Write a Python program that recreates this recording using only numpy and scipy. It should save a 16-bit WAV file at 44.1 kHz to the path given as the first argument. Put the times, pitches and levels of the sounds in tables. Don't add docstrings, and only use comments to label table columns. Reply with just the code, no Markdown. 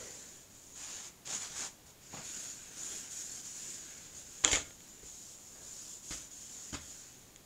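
import sys
import numpy as np
from scipy import signal
from scipy.fft import rfft, irfft, next_fast_len
from scipy.io import wavfile

SR = 44100
rng = np.random.default_rng(int(sys.argv[2]) if len(sys.argv) > 2 else 0)


def store_pcm(level_fs):
    pcm = np.round(np.clip(level_fs, -1, 1) * 32767).astype(np.int16)
    wavfile.write(sys.argv[1], SR, np.atleast_2d(pcm).T)


N = 328545
TIME = np.arange(N) / SR


def amp(db):
    return 10 ** (np.asarray(db) / 20)


def unit(x):
    return x / np.sqrt(np.mean(x ** 2) + 1e-20)


def read(points, hz):
    f, value = np.transpose(points)
    return np.interp(np.log(hz + 1), np.log(f + 1), value)


def colour(x, points, tilt_db=0):
    size = next_fast_len(len(x))
    hz = np.fft.rfftfreq(size, 1 / SR)
    octaves = np.log2(np.maximum(hz, 200) / 1000)
    gain = amp(read(points, hz) + tilt_db * octaves)
    return unit(irfft(rfft(x, size) * gain, size)[:len(x)])


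def add(mix, s, sound):
    part = mix[max(round(s * SR), 0):][:len(sound)]
    part += sound[:len(part)]


def waver(hz):
    f = np.fft.rfftfreq(N, 1 / SR)
    return unit(irfft(rfft(rng.standard_normal(N)) / (1 + (f / hz) ** 4), N))


def slips(per_s, spread_db):
    size = amp(spread_db * np.minimum(rng.exponential(1, N), 5))
    sign = rng.choice([-1, 1], N)
    happens = rng.random(N) < per_s / SR
    return unit(size * sign * happens)


def resonate(x, hz, width):
    turn = np.exp(2j * np.pi * np.cumsum(hz) / SR)
    r = np.exp(-np.pi * width / SR)
    smoothed = signal.lfilter([1], [1, -2 * r, r * r], x / turn)
    return unit((turn * smoothed).real)


def shifting(x, patchy_db, patch_hz, patch_s, size=512):
    hop = size // 4
    z = signal.stft(x, SR, nperseg=size, noverlap=size - hop)[2]
    across = np.fft.fftfreq(z.shape[0], SR / size)[:, None]
    along = np.fft.rfftfreq(z.shape[1], hop / SR)
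    smooth = np.exp(-(across * patch_hz) ** 2 - (along * patch_s) ** 2)
    patches = unit(np.fft.irfft2(np.fft.rfft2(rng.standard_normal(z.shape)) * smooth, z.shape))
    z = z * unit(amp(patchy_db * patches))
    return signal.istft(z, SR, nperseg=size, noverlap=size - hop)[1][:N]


def air():
    # frequency in Hz, relative level in dB.
    murmur_colour = [(20, -1.5), (60, 1), (150, 1), (320, -2), (700, -8.5), (1500, -15), (3500, -16.5),
                     (7000, -28), (15000, -17.5)]
    return amp(-61.0) * colour(rng.standard_normal(N), murmur_colour)


def room(x):
    # frequency in Hz, time to fall by 60 dB in seconds.
    room_t60 = [(100, 0.51), (1000, 0.33), (4000, 0.3), (12000, 0.38)]
    hz, t, z = signal.stft(rng.standard_normal(SR // 2), SR, nperseg=256)
    decay = amp(-60 * t / read(room_t60, hz)[:, None])
    tail = signal.istft(z * decay, SR, nperseg=256)[1]
    tail *= TIME[:len(tail)] > .004
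    return signal.fftconvolve(x, tail / np.linalg.norm(tail))[:N]


def blows():
    # time in seconds, relative clatter level in dB,
    # relative thump level in dB, brightness in dB per octave, time to fall by 60 dB in seconds,
    # second contact in dB relative to the first.
    blow_list = [(4.125, -62.5, -56, -5, 0.32, -11), (4.438, -33, -41, -2.5, 0.19, 0),
                 (4.476, -38, -56, 0, 0.32, -8), (4.514, -36.5, -51, 4.5, 0.18, -7),
                 (4.528, -29, -38.5, -.5, .18, -12), (4.549, -38, -52, -0.5, 0.2, -13),
                 (4.599, -57, -58, 3, 0.16, -15), (5.028, -65, -50.5, 4, .25, -8),
                 (6.107, -45.5, -41.5, 1.5, 0.18, -1.5), (6.727, -46.5, -37.5, -0.5, 0.2, 4)]
    # frequency in Hz, relative level in dB,
    # time to fall by 60 dB in seconds.
    steel_modes = [(299, 10, 0.27), (533, -2.5, 0.27), (1244, -8, 0.46), (1415, -7, 0.5), (1800, -3, 0.29),
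                   (2054, -1, 0.15), (2134, 6, 0.17), (2255, -7, 0.16), (2590, 2, 0.2), (3070, 7.5, 0.13),
                   (3380, 0, 0.17), (3380, -18, 0.19), (3600, -18, 0.15), (3940, 1, 0.2), (4050, -2, 0.21)]
    # frequency in Hz, relative level in dB.
    clatter_colour = [(50, -3), (190, -13), (300, -8), (600, 4), (850, -2.5), (1400, 1), (2200, 0.5),
                      (2800, -4.5), (3300, -2.5), (5000, -9), (7000, -11), (10000, -16), (15000, -23)]
    # frequency in Hz, relative level in dB.
    thump_colour = [(20, -14.5), (42, 1), (64, 3), (100, -8), (140, -3.5), (190, -14.5), (300, -9),
                    (600, -25.5), (3000, -51)]
    second_contact_s = .013
    out, t = np.zeros(N), TIME[:SR // 2]
    hz, mode_db, mode_t60 = np.transpose(steel_modes)[:, :, None]
    chatter = amp(1.37 * waver(hz=350))
    rise = 1 - np.exp(-t / 0.0013)
    for s, clatter_db, thump_db, tilt_db, t60, second_db in blow_list:
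        decay = amp(-60 * t / t60)
        thump = colour(rng.standard_normal(len(t)), thump_colour) * decay
        add(out, s, amp(thump_db) * thump * rise)
        for delay, force in (0, 1), (second_contact_s, amp(second_db)):
            phase = 2 * np.pi * rng.random(hz.shape)
            modes = amp(mode_db - 60 * t / mode_t60) * np.sin(2 * np.pi * hz * t + phase)
            rattle = colour(rng.standard_normal(len(t)), clatter_colour, tilt_db) * decay
            clatter = rattle + amp(-16.5) * modes.sum(0)
            add(out, s + delay, force * amp(clatter_db) * clatter * rise)
    return out * chatter


def snaps(size=512):
    # time in seconds, level in dB,
    # sharpness in dB per octave (reached well above 1 kHz).
    snap_list = [(.777, -36, 12), (.987, -35, 3), (1.258, -38, 7), (1.275, -29, 1), (1.293, -36, -1),
                 (1.331, -28, -8), (1.908, -45, 0), (4.446, -20, 2), (4.448, -1.5, 1), (4.4498, -19, -6),
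                 (4.4784, -12.5, -5), (4.5156, -12.5, -4), (4.5319, -8, -4), (4.5578, -10, -2),
                 (4.708, -31, -10), (4.806, -36, -2.5), (7.361, -33.5, 0)]
    # frequency in Hz, relative level in dB.
    snap_colour = [(100, -10), (650, -3.5), (1500, -6), (2200, 7), (2800, -4), (3300, 9.5), (4800, -15),
                   (7000, -3.5), (8000, -7), (10000, -37), (15000, -31)]
    out, hz = np.zeros(N), abs(np.fft.fftfreq(size, 1 / SR))
    for s, db, tilt_db in snap_list:
        log_gain = np.log(amp(read(snap_colour, hz) + tilt_db * np.log2(hz / 1000 + 1)))
        spectrum = np.exp(np.conj(signal.hilbert(log_gain)))
        pulse = np.fft.ifft(spectrum).real
        add(out, s, amp(db) * pulse / np.linalg.norm(pulse))
    return out


def pats():
    # time in seconds, level in dB.
    pat_list = [(1.272, -53), (1.304, -55), (1.615, -50.5), (2.128, -50), (2.141, -48), (2.17, -45.5),
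                (2.196, -52)]
    # frequency in Hz, relative level in dB.
    pat_colour = [(30, -8), (80, -1), (130, 11), (250, -1), (520, -3), (750, 0.5), (1100, -2), (1300, -8),
                  (2500, -12.5), (7000, -30), (15000, -35)]
    t60_s = 0.22
    out, t = np.zeros(N), TIME[:SR // 2]
    for s, db in pat_list:
        thud = colour(rng.standard_normal(len(t)), pat_colour)
        add(out, s, amp(db - 60 * t / t60_s) * thud)
    return out


def gesture(start, length, change_db, attack_s, release_s, arch_db):
    t = TIME - start
    along = np.clip(t / length, 0, 1)
    attack = np.sin(np.pi / 2 * np.clip(t / attack_s, 0, 1))
    hold = amp(change_db * (along - .5) + arch_db * (np.sin(np.pi * along) - 1))
    return attack * hold * np.exp(-np.maximum(t - length, 0) / release_s)


def hand():
    # start in seconds, length in seconds,
    # relative level of the light glide in dB, relative level of the pressed drag in dB,
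    # gain in level from start to end in dB.
    strokes = [(-.04, 0.47, -52.5, -65.5, -10.5), (0.488, 0.57, -57.5, -81, 2), (2.0, 0.16, -59, -68, 4),
               (2.102, 0.12, -53.5, -59, 3), (2.219, 0.3, -46, -58, 0.5), (2.536, 0.4, -53, -62, 1.5),
               (2.754, .24, -44.5, -58.5, 2.5), (2.983, 0.1, -51.5, -59, -3), (3.081, .13, -45, -61, 6.5),
               (3.21, 0.19, -46.5, -62, 2.5), (3.426, 0.12, -46.5, -62.5, -4.5),
               (3.532, 0.23, -46, -60.5, 0.5), (3.76, 0.34, -53, -62.5, -4), (4.113, .1, -52, -65, 4.5),
               (4.23, .21, -53, -67, 5), (4.63, 0.13, -57, -72, -5), (4.77, 0.31, -58.5, -70.5, 0),
               (5.03, 0.32, -51.5, -81, 1), (5.37, 0.28, -55, -87, -0.5), (5.605, 0.35, -49.5, -70.5, 3),
               (6.012, 0.12, -49, -70, 8), (6.107, 0.14, -47.5, -62, -8), (6.293, .41, -50.5, -67, 2.5),
               (6.79, 0.23, -52, -68, -0.5), (7.01, 0.36, -62.5, -72, -13)]
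    # start in seconds, length in seconds,
    # relative level in dB, gain in level from start to end in dB.
    squeezes = [(0.75, 0.18, -54, 1.5), (.87, 0.15, -53, 4), (1.023, 0.059, -54, 4), (1.247, .06, -52.5, 3),
                (1.286, 0.098, -45.5, 1), (1.385, 0.087, -48.5, 3), (1.462, 0.094, -54.5, 9),
                (1.546, .125, -46, 2), (1.852, 0.062, -65, 0)]
    # start in seconds, length in seconds,
    # relative level in dB, gain in level from start to end in dB.
    wafts = [(-.06, 0.46, -62.5, -22), (5.498, 0.12, -62.5, 2)]
    glide, drag, squeeze, swing = np.zeros((4, N))
    for start, length, glide_db, drag_db, change_db in strokes:
        power = gesture(start, length, change_db, attack_s=0.036, release_s=0.044, arch_db=1.5) ** 2
        glide += amp(glide_db) ** 2 * power
        drag += amp(drag_db) ** 2 * power
    for start, length, db, change_db in squeezes:
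        grip = gesture(start, length, change_db, attack_s=.015, release_s=0.018, arch_db=5)
        squeeze += (amp(db) * grip) ** 2
    for start, length, db, change_db in wafts:
        sweep = gesture(start, length, change_db, attack_s=0.083, release_s=0.073, arch_db=-1)
        swing += (amp(db) * sweep) ** 2
    return np.sqrt([glide, drag, squeeze, swing])


def hollow(drag, squeeze, swing):
    # time in seconds, centre frequency in Hz.
    grip_pitch = [(0, 2000), (.3, 1800), (1.33, 1600), (2.2, 1420), (2.85, 1570), (3.85, 1620), (7, 1680)]
    pitch = np.interp(TIME, *np.transpose(grip_pitch))
    pitch = pitch * (1 + 0.028 * waver(hz=6.9))
    leak = amp(1.5 * waver(hz=14))
    drive = amp(-11.0) * drag + amp(-16) * squeeze + amp(-11) * swing
    return drive * leak * resonate(rng.standard_normal(N), pitch, width=400)


def crumpling(squeeze, swing):
    # frequency in Hz, relative level in dB.
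    crease_colour = [(60, -9), (300, -1), (520, -3.5), (780, -1), (1700, -1.5), (3500, -1.5), (5000, -4),
                     (7000, -7.5), (10000, -8.5), (15000, -14.5)]
    # frequency in Hz, relative level in dB.
    loose_colour = [(100, -11), (350, -6), (520, -2), (700, -9.5), (1000, -13.5), (3000, -25), (15000, -46)]
    creases = colour(slips(per_s=7000, spread_db=2.0), crease_colour)
    clumps = amp(0.54 * waver(hz=69.6))
    waft = swing * colour(rng.standard_normal(N), loose_colour)
    return amp(-0.2) * squeeze * creases * clumps + waft


def wiping(glide, drag):
    # frequency in Hz, relative level in dB.
    glide_colour = [(100, -13), (1000, -4), (2000, -12), (3200, -1), (5000, 0), (7000, 0.5), (8500, -0.5),
                    (11000, 0.5), (15000, -2)]
    # frequency in Hz, relative level in dB.
    drag_colour = [(60, -3.5), (280, 5.5), (600, -3), (1150, -10.5), (1500, 1), (1950, -2), (2500, -0.5),
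                   (4000, -5), (7000, -16), (14000, -24)]
    fine = glide * colour(slips(per_s=14000, spread_db=2.0), glide_colour)
    coarse = drag * colour(slips(per_s=4000, spread_db=2.0), drag_colour)
    unsteady = amp(0.47 * waver(hz=45))
    return (amp(-7.5) * fine + amp(1.0) * coarse) * unsteady


def scene():
    glide, drag, squeeze, swing = hand()
    rubbing = wiping(glide, drag) + crumpling(squeeze, swing)
    paper = shifting(rubbing, patchy_db=1.6, patch_hz=448, patch_s=0.077)
    paper = paper + hollow(drag, squeeze, swing)
    hits = shifting(pats() + blows(), patchy_db=3.0, patch_hz=454, patch_s=0.034) + snaps()
    reflections = room(amp(-10.0) * paper + amp(-10.5) * hits)
    mono = paper + hits + reflections + air()
    return np.array([mono, mono])


def record(dry):
    port_hz, port_width_hz = 6920, 720
    hiss_db, edge_hz = -64, 15720
    hz = np.fft.rfftfreq(N, 1 / SR)
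    port = 1 / (1 - (hz / port_hz) ** 2 + 1j * hz * port_width_hz / port_hz ** 2)
    heard = irfft(rfft(dry) * port, N)
    heard = heard + amp(hiss_db) * rng.standard_normal(N)
    low_pass = signal.firwin(511, edge_hz, window=("kaiser", 9), fs=SR)
    return signal.oaconvolve(heard, low_pass[None], "same")


dry = scene()
out = record(dry)
store_pcm(out)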